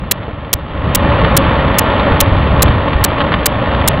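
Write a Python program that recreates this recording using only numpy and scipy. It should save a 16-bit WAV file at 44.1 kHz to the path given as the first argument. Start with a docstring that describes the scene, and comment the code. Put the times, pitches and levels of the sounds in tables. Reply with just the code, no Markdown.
"""Wind buffets a microphone and tyres roar as a soapbox car coasts out of a bend onto a rough straight.
The tyres make the body shell ring, stones tick, loose fittings rattle, and the chassis clunks and thuds.
It is all heard from a small camera on board, which sounds dull and overloads a little.
A short burst of digital static breaks in at a steady rate."""
import sys
import numpy as np
from scipy import signal
from scipy.fft import rfft, irfft
from scipy.io import wavfile

SR = 44100
rng = np.random.default_rng(int(sys.argv[2]) if len(sys.argv) > 2 else 0)


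def master_out(mix):
    """Clip the mix to full scale and print it as 16-bit PCM to the path in sys.argv[1]."""
    frames = np.transpose(np.atleast_2d(mix))
    ceiling = np.clip(frames, -1, 1)
    pcm = np.round(ceiling * 32767).astype(np.int16)
    wavfile.write(sys.argv[1], SR, pcm)


N = 176400
T, HZ = np.arange(N) / SR, np.fft.rfftfreq(N, 1 / SR)


def amp(db):
    """Turns decibels (dB) into a number to multiply by."""
    return 10 ** (np.asarray(db) / 20)


def unit(x):
    """Scales a sound to an average strength (rms) of one."""
    return x / np.sqrt(np.mean(x ** 2) + 1e-20)


def level(curve):
    """Joins (seconds, dB) points into a changing volume."""
    return amp(np.interp(T, *np.transpose(curve)))


def spectrum(points):
    """Joins (Hz, dB) points into a level in dB for every frequency."""
    hz, db = np.transpose(points)
    return np.interp(np.log(HZ + 1), np.log(hz + 1), db)


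def colour(x, db):
    """Turns each frequency up or down by its own number of dB."""
    return irfft(rfft(x) * amp(db), N)


def wander(rate_hz):
    """A random wobble, up to about the given rate."""
    noise = rfft(rng.standard_normal(N))
    slow = noise / (1 + (HZ / rate_hz) ** 4)
    return unit(irfft(slow * HZ / (HZ + rate_hz / 2), N))


# How strongly the wind blows. Each row: time in seconds, level in dB.
WIND_LEVELS = [(0, -10.5), (.05, -5), (.15, -12.5), (.36, -11.5), (.5, -9), (.68, -11), (.85, -1.5),
               (1.05, 1.5), (1.6, .5), (1.88, -3), (2.25, 1), (2.53, 3), (2.68, 6), (2.83, -.5),
               (3.01, -0.5), (3.12, -2), (3.42, -1.5), (3.6, -4.5), (4, 3)]
# The wind's deep tone. Each row: frequency in Hz, level in dB.
WIND_TONE = [(8, -23.5), (25, -17), (42, -13.5), (60, -3), (85, -6.5), (115, -8), (180, -13), (400, -30),
             (1500, -55.5)]

def wind():
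    """Swirling air hits the microphone and makes a lumpy rumble."""
    rumble = colour(rng.standard_normal(N), spectrum(WIND_TONE))
    gusts = amp(1.9 * wander(rate_hz=22))
    return amp(-15) * level(WIND_LEVELS) * unit(rumble * gusts)


# Where the body shell rings. Each row: frequency in Hz, width in Hz, boost in dB.
SHELL_RINGS = [(291.5, 50, 6.5), (565.7, 80, 9), (632, 36, 4), (870, 90, 5.5), (1081, 150, 5),
               (1830, 180, 6)]

def shell():
    """The boost in dB that the shell gives to shaking near its own pitches."""
    return sum(db / (1 + (2 * (HZ - hz) / width) ** 2) for hz, width, db in SHELL_RINGS)


# How loudly the wheels roll. Each row: time in seconds, level in dB.
ROLL_LEVELS = [(0, -14.5), (.25, -12.5), (.38, -15), (.56, -13), (.66, -13.5), (.85, -6), (1.1, 1),
               (1.42, 1.8), (1.62, 0.5), (2.1, 1.45), (2.4, -2), (2.68, -0.4), (2.82, -2), (3.33, -2),
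               (3.46, -3.5), (3.75, -1), (4, -2.5)]
# The tone of tyres on the road. Each row: frequency in Hz, level in dB.
TYRE_TONE = [(20, -14.5), (70, -8), (135, 1), (230, -1), (350, -6), (470, -3), (740, -6.5), (1000, -6),
             (1350, -6), (1550, -12), (2200, -14), (2900, -15), (3600, -19.5), (5000, -20.5), (7000, -45.5)]

def tyres():
    """Countless uneven touches on the asphalt shake the shell into a roar."""
    grain_db = 0.93 * wander(rate_hz=370)
    flutter_db = 0.96 * wander(rate_hz=59.4)
    contacts = rng.standard_normal(N) * amp(grain_db + flutter_db)
    roar = colour(contacts, spectrum(TYRE_TONE) + shell())
    return amp(-14) * level(ROLL_LEVELS) * unit(roar)


# The bright tone of stones and fittings. Each row: frequency in Hz, level in dB.
RATTLE_TONE = [(100, -22.5), (500, -5.5), (1200, 1.5), (2000, -4.5), (3300, -4), (5000, -7), (7000, -40.5)]

def grit(ticks_per_s=160, spread_db=1.5):
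    """Loose stones tick under the wheels at random moments."""
    ticks = (rng.random(N) < ticks_per_s / SR) * rng.choice([-1, 1], N)
    sizes = amp(spread_db * np.minimum(rng.exponential(1, N), 3))
    crackle = colour(ticks * sizes, spectrum(RATTLE_TONE) + shell())
    return amp(-26.5) * level(ROLL_LEVELS) * unit(crackle)


# Knocks of loose fittings. Each row: start in seconds, level in dB.
FITTING_KNOCKS = [(.05, -29), (0.23, -23), (.447, -27.5), (1.245, -4.5), (1.45, -12.5), (1.682, -13.5),
                  (1.75, -14.5), (1.996, -9.5), (2.119, -12), (2.366, -17), (2.473, -13.5), (2.594, -12.5),
                  (2.659, -9.5), (2.681, -8.5), (2.879, -12.5), (2.932, -13.5), (3.183, -13.5),
                  (3.204, -6.5), (3.214, -11), (3.265, -17.5), (3.319, -7), (3.329, -14.5), (3.34, -7.5),
                  (3.748, -11.5), (3.814, -13.5)]

def fittings(rise_s=0.00035, decay_s=0.0058):
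    """Each knock of a loose part is a quickly fading chatter that rings the shell."""
    volume = np.zeros(N)
    for start, db in FITTING_KNOCKS:
        age = np.maximum(T - start, 0)
        volume += amp(db) * np.minimum(age / rise_s, 1) * np.exp(-np.minimum(age / decay_s, 50))
    tone = spectrum(RATTLE_TONE) + shell()
    chatter = colour(volume * rng.standard_normal(N), tone)
    # Make up for the loudness that this tone and the microphone take away.
    tone_gain = np.sqrt(np.mean(amp(tone + spectrum(MIC_TONE)) ** 2))
    return chatter / tone_gain


def static(sound, first_s=.1118, every_s=.41829, length_s=.0106):
    """Digital static: evenly spaced bursts of random samples replace the sound."""
    in_burst = (T - first_s) % every_s < length_s
    return np.where(in_burst, amp(-0.55) * rng.uniform(-1, 1, N), sound)


# The tones of one clunk. Each row: pitch in Hz, level in dB, seconds to fade by 60 dB.
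CLUNK_TONES = [(330, -23.5, 0.038), (430, -14.5, 0.037), (675, -23, 0.065)]

def clunk(start_s=.281):
    """The chassis gives one hollow knock in the bend and rings briefly."""
    age = np.maximum(T - start_s, 0)
    return sum(amp(db - np.minimum(60 * age / fade_s, 200)) * np.sin(2 * np.pi * hz * age)
               for hz, db, fade_s in CLUNK_TONES)


# Bumps in the road. Each row: start in seconds, level in dB.
BUMPS = [(0.547, -13.5), (0.788, -16), (2.117, 0), (2.229, -1), (2.318, -2), (2.341, -6.5), (2.431, -11),
         (2.702, -6), (2.957, -1), (3.017, -5.5)]

def chassis_thuds(pitch_hz=70, swell_s=0.0033):
    """Each bump gives the chassis one low swing that dies almost at once."""
    thuds = np.zeros(N)
    for start, db in BUMPS:
        age = np.maximum(T - start, 0)
        swell = age / swell_s * np.exp(1 - np.minimum(age / swell_s, 50))
        thuds += amp(db) * swell * np.sin(2 * np.pi * pitch_hz * age)
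    return thuds


def scene(left_lag_s=.0000205):
    """Everything reaches one microphone; the left channel is a tiny bit late."""
    sound = wind() + tyres() + grit() + fittings() + clunk() + chassis_thuds()
    left = irfft(rfft(sound) * np.exp(-2j * np.pi * HZ * left_lag_s), N)
    return np.array([left, sound])


# How well the microphone hears. Each row: frequency in Hz, level in dB.
MIC_TONE = [(20, 1), (3400, 0.5), (3750, -2.5), (4000, -9), (4400, -10.5), (4800, -21), (5100, -28.5),
            (5400, -48), (5700, -75), (6200, -100)]

def record(dry):
    """The camera squashes loud peaks, dulls the sound, adds static and cuts the highest treble."""
    ceiling, top_hz = .92, 16000
    squashed = ceiling * dry / (1 + (dry / ceiling) ** 6) ** (1 / 6)
    dull = np.array([colour(channel, spectrum(MIC_TONE)) for channel in squashed])
    treble_cut = signal.firwin(201, top_hz, window=("kaiser", 8), fs=SR)
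    return signal.oaconvolve(static(dull), treble_cut[None], "same")


dry = scene()
out = record(dry)
master_out(out)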